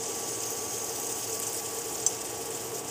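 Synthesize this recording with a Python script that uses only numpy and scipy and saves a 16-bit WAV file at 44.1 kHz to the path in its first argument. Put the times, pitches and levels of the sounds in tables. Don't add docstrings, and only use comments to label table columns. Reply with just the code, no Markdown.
import sys
import numpy as np
from scipy import signal
from scipy.fft import rfft, irfft, next_fast_len
from scipy.io import wavfile
from scipy.ndimage import uniform_filter1d, map_coordinates

SR = 44100
rng = np.random.default_rng(int(sys.argv[2]) if len(sys.argv) > 2 else 0)


def elevation(decibels):
    levels = np.asarray(decibels, float)
    return 10 ** (levels / 20)


def wav_out(sig):
    wavfile.write(sys.argv[1], SR, np.round(np.clip(np.atleast_2d(sig).T, -1, 1) * 32767).astype(np.int16))


N = 127890

# [f/Hz, level/dB]
AIR_COLOUR = [(25, -31), (45, -25.5), (110, -5), (160, -11.5), (400, -3.5), (540, -8), (900, -9),
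              (1250, -14.5), (4500, -25), (6000, -29)]
# [f/Hz, width/Hz, level over the air noise/dB]
HOUSING_RESONANCES = [(292, 4.8, 4.5), (334, 15, 3), (365, 48, 3), (435, 28, 5.5), (453.8, 17, 12.5),
                      (461, 14, 12), (718, 99, 5.5), (820, 26, 7.5), (2940, 540, 6), (107, 16, -1.5)]
MOTOR_HZ = [118, 288, 1142.5, 1306]
# [level/dB, pitch wander/Hz, level wander/dB]
MOTOR_TONES = [(-57, 4, 1.8), (-62, 3, 3), (-53, 2.5, 2), (-66, 5, 1.5)]

# [t/s, sizzle level/dB, treble level/dB]
FRYING = [(0, -34, -11), (.12, -34.5, -4), (.6, -35.5, -1.5), (1.0, -35.5, 0), (1.45, -34, -1),
          (1.7, -35.5, -1.5), (2.0, -36.5, -1.5), (2.15, -36, -5.5), (2.4, -38, -1), (2.6, -37, -2.5),
          (2.8, -39, -1), (2.86, -40, -5), (2.9, -38.5, 2)]
# [f/Hz, level/dB]
SIZZLE_COLOUR = [(2200, -15.5), (3000, -8.5), (3900, -15), (4400, -11), (5000, -4), (7200, 1.5), (9400, -4),
                 (10600, -12), (15400, -6)]
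# [delay t/s, level/dB]
ECHOES = [(.0019, -13), (.0031, -12), (.0047, -13), (.0068, -14), (.0095, -15), (.0131, -16)]
PAN_MODE_HZ = [4900, 5530, 6008, 6150, 6387, 6485, 7040, 7502, 8070, 8350, 8900, 9390]
# [width/Hz, level/dB]
PAN_MODES = [(150, -7), (70, -19), (34.7, 12.5), (198, 8), (20, 16), (14, 16), (118.8, -1), (75.6, 8),
             (98, 2.5), (139, -8), (126, -10), (60, -29)]

# [t/s, peak level/dB, f/Hz]
SPRAYS = [(0.4035, -37, 7530), (0.431, -17, 6440), (0.5045, -32, 6550), (0.5644, -28, 6400),
          (0.845, -18.5, 6700), (0.892, -27, 6150), (0.9971, -29, 5990), (1.017, -34, 7480),
          (1.067, -28, 8400), (1.0897, -32, 6450), (1.1194, -19, 7500), (1.324, -17, 6840),
          (1.423, -27, 7470), (1.468, -17, 6900), (1.4715, -17, 7200), (1.5094, -34, 6030),
          (1.528, -17, 7600), (1.5444, -31, 8800), (1.5655, -22, 8160), (1.6584, -17, 7100),
          (1.7454, -19, 7960), (1.785, -20, 7060), (1.817, -20.5, 6300), (1.8672, -27, 8200),
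          (1.925, -18.5, 7840), (1.954, -18, 6400), (1.9985, -21, 7300), (2.028, -27, 6420),
          (2.1453, -21, 6170),
    (2.186, -25, 6200),
    (2.248, -39, 7530),
    (2.288, -37, 7260),
    (2.4315, -32, 7460),
    (2.5045, -20, 8000),
    (2.7549, -33, 7000),
    (2.79, -20, 7200),
    (2.8811, -20, 6960),
]
# [t/s, peak level/dB, f/Hz]
BURSTS = [(0.0315, -22.3, 7380), (0.0805, -25.4, 7010), (0.0963, -25.5, 6810), (0.1602, -25.7, 7450),
          (0.4047, -20.6, 6770), (0.4358, -25.4, 6600), (0.5061, -21.6, 7220), (0.6105, -25.4, 6990),
          (0.7846, -23.8, 8070), (0.8443, -24.0, 7840), (0.8944, -22.6, 6910), (0.9969, -26.0, 7000),
          (1.0005, -23.7, 8030), (1.0177, -25.1, 7040), (1.0682, -21.4, 7870), (1.0911, -24.5, 7940),
          (1.1104, -24.9, 7720), (1.1164, -24.5, 7530), (1.1214, -25.6, 7070), (1.1256, -23.7, 7340),
          (1.1569, -24.4, 7760), (1.3928, -25.0, 7620), (1.4, -22.9, 8180), (1.4256, -24.9, 7940),
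          (1.4679, -18.9, 7230), (1.4716, -22.3, 7360), (1.4746, -25.2, 7020), (1.4802, -25.5, 7080),
          (1.5457, -22.3, 8190), (1.5644, -25.7, 7840), (1.6605, -22.4, 7160), (1.7472, -26.0, 7360),
          (1.7882, -27.4, 6680), (1.7929, -25.9, 7770), (1.8182, -26.8, 7430), (1.8684, -25.6, 7540),
          (1.9262, -24.5, 7980), (1.9542, -20.6, 6790), (1.9802, -26.5, 6970), (2.0009, -21.8, 7530),
          (2.0278, -23.0, 6590), (2.0339, -24.4, 7040), (2.0391, -23.5, 7850), (2.1017, -25.9, 7160),
          (2.2483, -27.1, 7200), (2.2968, -28.8, 7350), (2.3568, -27.6, 7030), (2.3946, -28.2, 6870),
          (2.4323, -28.3, 6940), (2.5059, -26.2, 7770), (2.6447, -28.9, 7280), (2.7559, -26.7, 6480),
          (2.7632, -27.9, 6920), (2.7847, -29.9, 7010), (2.7897, -26.2, 7000), (2.7926, -30.6, 7330),
          (2.878, -30.1, 6380), (2.8838, -24.9, 7100), (2.8895, -28.2, 6890), (2.8968, -28.6, 6650)]
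# [t/s, peak level/dB, f/Hz]
TINY_BURSTS = [(0.0314, -32.6, 11580), (0.1408, -33.2, 13570), (0.1537, -28.6, 13560),
               (0.1926, -33.3, 11400), (0.2034, -31.3, 13150), (0.4565, -31.5, 11310),
               (0.4655, -32.1, 12530), (0.5056, -23.9, 12340), (0.5127, -32.0, 14040),
               (0.5207, -28.6, 14300), (0.6344, -30.8, 12660), (0.8445, -27.5, 11410),
               (1.0005, -25.0, 12300), (1.0034, -31.6, 12390), (1.0681, -26.6, 11800),
               (1.1166, -30.9, 13730), (1.2995, -30.6, 11920), (1.4, -19.6, 11890), (1.4817, -28.6, 12020),
               (1.4971, -29.0, 11300), (1.5306, -30.6, 12580), (1.5346, -29.9, 12720),
               (1.5402, -29.1, 11520), (1.5456, -29.2, 12300), (1.5666, -31.1, 12930),
               (1.5698, -31.1, 12500), (1.6143, -30.7, 13400), (1.7466, -32.7, 12300),
               (1.7928, -29.7, 12010), (1.8721, -33.0, 11310), (1.9625, -29.3, 12380),
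               (2.0144, -32.8, 12740), (2.0954, -30.1, 12920), (2.1503, -32.9, 12940),
               (2.2398, -34.1, 12580), (2.2564, -34.5, 11840), (2.2657, -34.8, 12540),
               (2.3136, -30.8, 12270), (2.4135, -33.3, 13790), (2.4559, -34.5, 11580),
               (2.5377, -32.8, 12920), (2.619, -33.5, 11150), (2.6442, -29.2, 12670),
               (2.7154, -30.7, 11810), (2.7298, -35.3, 12060), (2.7644, -31.7, 13170),
               (2.782, -32.4, 12900), (2.7911, -35.8, 12660), (2.8837, -35.3, 12360),
               (2.8901, -36.5, 12920)]
# [t/s, peak level/dB]
BIG_SPIT = [
    (2.0640, -6.5),
]
BIG_MODE_HZ = [3270, 4950, 5600, 6010, 6130, 6476, 7224, 7540, 8050, 9555, 15000]
# [level/dB, time to fall 60 dB t/s]
BIG_MODES = [(-24, .035), (-24, .03), (-22, .03), (-12, .07), (-4, .022), (-22, .09), (-22, .05),
             (-4, .035), (-15, .03), (-24, .04), (-28, .04)]

# [f/Hz, level/dB]
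PHONE_LIMIT = [(15480, 0), (15620, -36), (15900, -46), (16700, -70)]


def unit(x):
    return x / np.sqrt(np.mean(x ** 2) + 1e-20)


def along(points, hz):
    f, value = np.transpose(points)
    return np.interp(np.log(hz + 1), np.log(f + 1), value)


def wobble(rate):
    return map_coordinates(rng.standard_normal(1000), [np.arange(N) * rate / SR])


def filtered(x, response):
    size = next_fast_len(N + SR // 2)
    hz = np.fft.rfftfreq(size, 1 / SR)
    return irfft(rfft(x, size) * response(hz), size)[..., :N]


def patchy(depth_db):
    noise = signal.stft(rng.standard_normal(N + 512), nperseg=256)[2]
    patches = uniform_filter1d(rng.standard_normal(noise.shape), size=10, axis=0)
    patches = uniform_filter1d(patches, size=4, axis=1)
    return unit(signal.istft(noise * elevation(depth_db * unit(patches)), nperseg=256)[1][:N])


def fan_air():
    def housing(f):
        lift = sum((elevation(2 * db) - 1) / (1 + (2 * (f - centre) / width) ** 2)
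                   for centre, width, db in HOUSING_RESONANCES)
        return elevation(along(AIR_COLOUR, f)) * np.sqrt(1 + lift)

    level_db = -39 + 0.051 * wobble(6.2)
    return elevation(level_db) * unit(filtered(patchy(depth_db=-0.5), housing))


def fan_motor():
    tones = np.zeros(N)
    for hz, (db, wander_hz, wander_db) in zip(MOTOR_HZ, MOTOR_TONES):
        level = elevation(db + wander_db * wobble(11.87)) * np.sqrt(2)
        phase = 2 * np.pi * np.cumsum(hz + wander_hz * wobble(8)) / SR
        tones += level * np.sin(phase)
    return tones


def bubbles():
    per_s, pitch_hz, pitch_spread, cycles, size_db = 2400, 8530, 0.31, 5.8, -0.5
    u = rng.random((12000, 4))[:int(per_s * N / SR)]
    t = np.arange(96) / SR
    bell = np.sqrt(-2 * np.log(u[:, 1] + 1e-9)) * np.cos(2 * np.pi * u[:, 3])
    hz = np.clip(pitch_hz * np.exp(pitch_spread * bell), 1500, 18000)[:, None]
    size = elevation(-size_db * np.log(u[:, 2] + 0.05))[:, None]
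    bursts = size * np.sin(2 * np.pi * hz * t) * np.exp(-t * hz * np.e / cycles)
    at = (u[:, :1] * N).astype(int) + np.arange(len(t))
    pops = np.bincount(at.ravel(), bursts.ravel())[:N]
    colour = uniform_filter1d(np.abs(rfft(pops)) ** 2, size=3000) ** .5
    return unit(irfft(rfft(pops) / (colour + 1e-3 * colour.max()), N))


def pan_ring(steady):
    ring_db, sing_db, sing_hz = -7, -7, 6485
    ring_ends_s, ring_fade_s, ring_drop_db, sing_starts_s = 1.38, .1, 13, .2
    t = np.arange(N) / SR

    def modes(f):
        total = 0
        for k, (centre, (width, db)) in enumerate(zip(PAN_MODE_HZ, PAN_MODES)):
            damping = 1j * f * width
            total = total + (-1) ** k * elevation(db) * damping / (centre * centre - f * f + damping)
        return total

    damped_db = ring_drop_db / (1 + np.exp((ring_ends_s - t) / ring_fade_s))
    ring = unit(filtered(steady, modes)) * elevation(ring_db - damped_db)
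    quiet_start_db = 8.4 * np.exp(-(t / sing_starts_s) ** 4)
    sing_level = elevation(sing_db + 2 * wobble(15.2) - damped_db - quiet_start_db)
    sing_phase = 2 * np.pi * np.cumsum(sing_hz + 5 * wobble(18)) / SR
    return ring + sing_level * np.sin(sing_phase)


def sizzle():
    steam_db, clump_db, bright_hz = 2.5, 2.62, 10000
    t = np.arange(N) / SR
    at_s, *columns = np.transpose(FRYING)
    level_db, bright_db = [np.interp(t, at_s, column) for column in columns]
    pops = bubbles()
    clumps = 0.3 * wobble(30.17) + 0.7 * wobble(80)
    clumps = clumps - uniform_filter1d(clumps, size=SR // 6)
    clump_share = np.interp(t, [1, 1.38], [.5, 1])
    steady = pops + elevation(steam_db) * patchy(depth_db=1.8)
    clumped = steady * elevation(clump_db * clumps * clump_share)

    def colour(f):
        echoes = 1 + sum(elevation(db) * np.exp(-2j * np.pi * f * s) for s, db in ECHOES)
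        return elevation(along(SIZZLE_COLOUR, f)) * (f > 1500) * echoes

    body = unit(filtered(clumped, colour))
    treble = filtered(body, lambda f: 1 / (1 + (bright_hz / (f + 1)) ** 8))
    return elevation(level_db) * (body + (elevation(bright_db) - 1) * treble + pan_ring(steady))


def band(lo_hz, hi_hz, t):
    sos = signal.butter(3, [lo_hz, hi_hz], "band", fs=SR, output="sos")
    return unit(signal.sosfilt(sos, rng.standard_normal(len(t))))


def dying(t, t60):
    return elevation(-60 * t / t60)


def spray(t, hz):
    return elevation(-14) * band(.9 * hz, 1.25 * hz, t) * np.exp(-(t / .008) ** 3)


def tick(t, hz, peak_s):
    half_width_s, echo_db, echo_t60 = .00013, -11, .035
    u = t - peak_s
    snap = np.cos(2 * np.pi * hz * u) * np.exp(-.5 * (u / half_width_s) ** 2)
    echo = elevation(echo_db) * band(.8 * hz, 1.15 * hz, t) * dying(t, echo_t60) * (u > 0)
    return snap + echo


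def big_spit(t):
    swell_s = .0006
    ring = sum(elevation(db) * np.sin(2 * np.pi * hz * t) * dying(t, t60)
               for hz, (db, t60) in zip(BIG_MODE_HZ, BIG_MODES))
    crack = elevation(-16) * band(4040, 9200, t) * dying(t, .016)
    drops = elevation(-23) * band(5600, 9500, t) * dying(t, .13)
    return ring * (1 - np.exp(-t / swell_s)) + crack + drops


def spits():
    spray_lag_s, spray_db, tick_peak_s, tick_db = .0008, -3, .0004, -.8
    out = np.zeros(N + SR)
    t = np.arange(SR // 5) / SR

    def place(sound, start_s, db):
        out[round(start_s * SR):][:len(t)] += elevation(db) * sound

    for s, db, hz in SPRAYS:
        place(spray(t, hz), s + spray_lag_s, db + spray_db)
    for s, db, hz in BURSTS + TINY_BURSTS:
        place(tick(t, hz, tick_peak_s), s - tick_peak_s, db + tick_db)
    for s, db in BIG_SPIT:
        place(big_spit(t), s, db)
    return out[:N]


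def scene():
    frying = sizzle() + spits()
    fan = fan_air() + fan_motor()
    return (frying + fan)[None]


def band_limit(x):
    return signal.sosfilt(signal.butter(12, 16800, fs=SR, output="sos"), x)


def record(dry):
    mix = filtered(dry, lambda f: elevation(along(PHONE_LIMIT, f)))
    return band_limit(mix)


dry = scene()
out = record(dry)
wav_out(out)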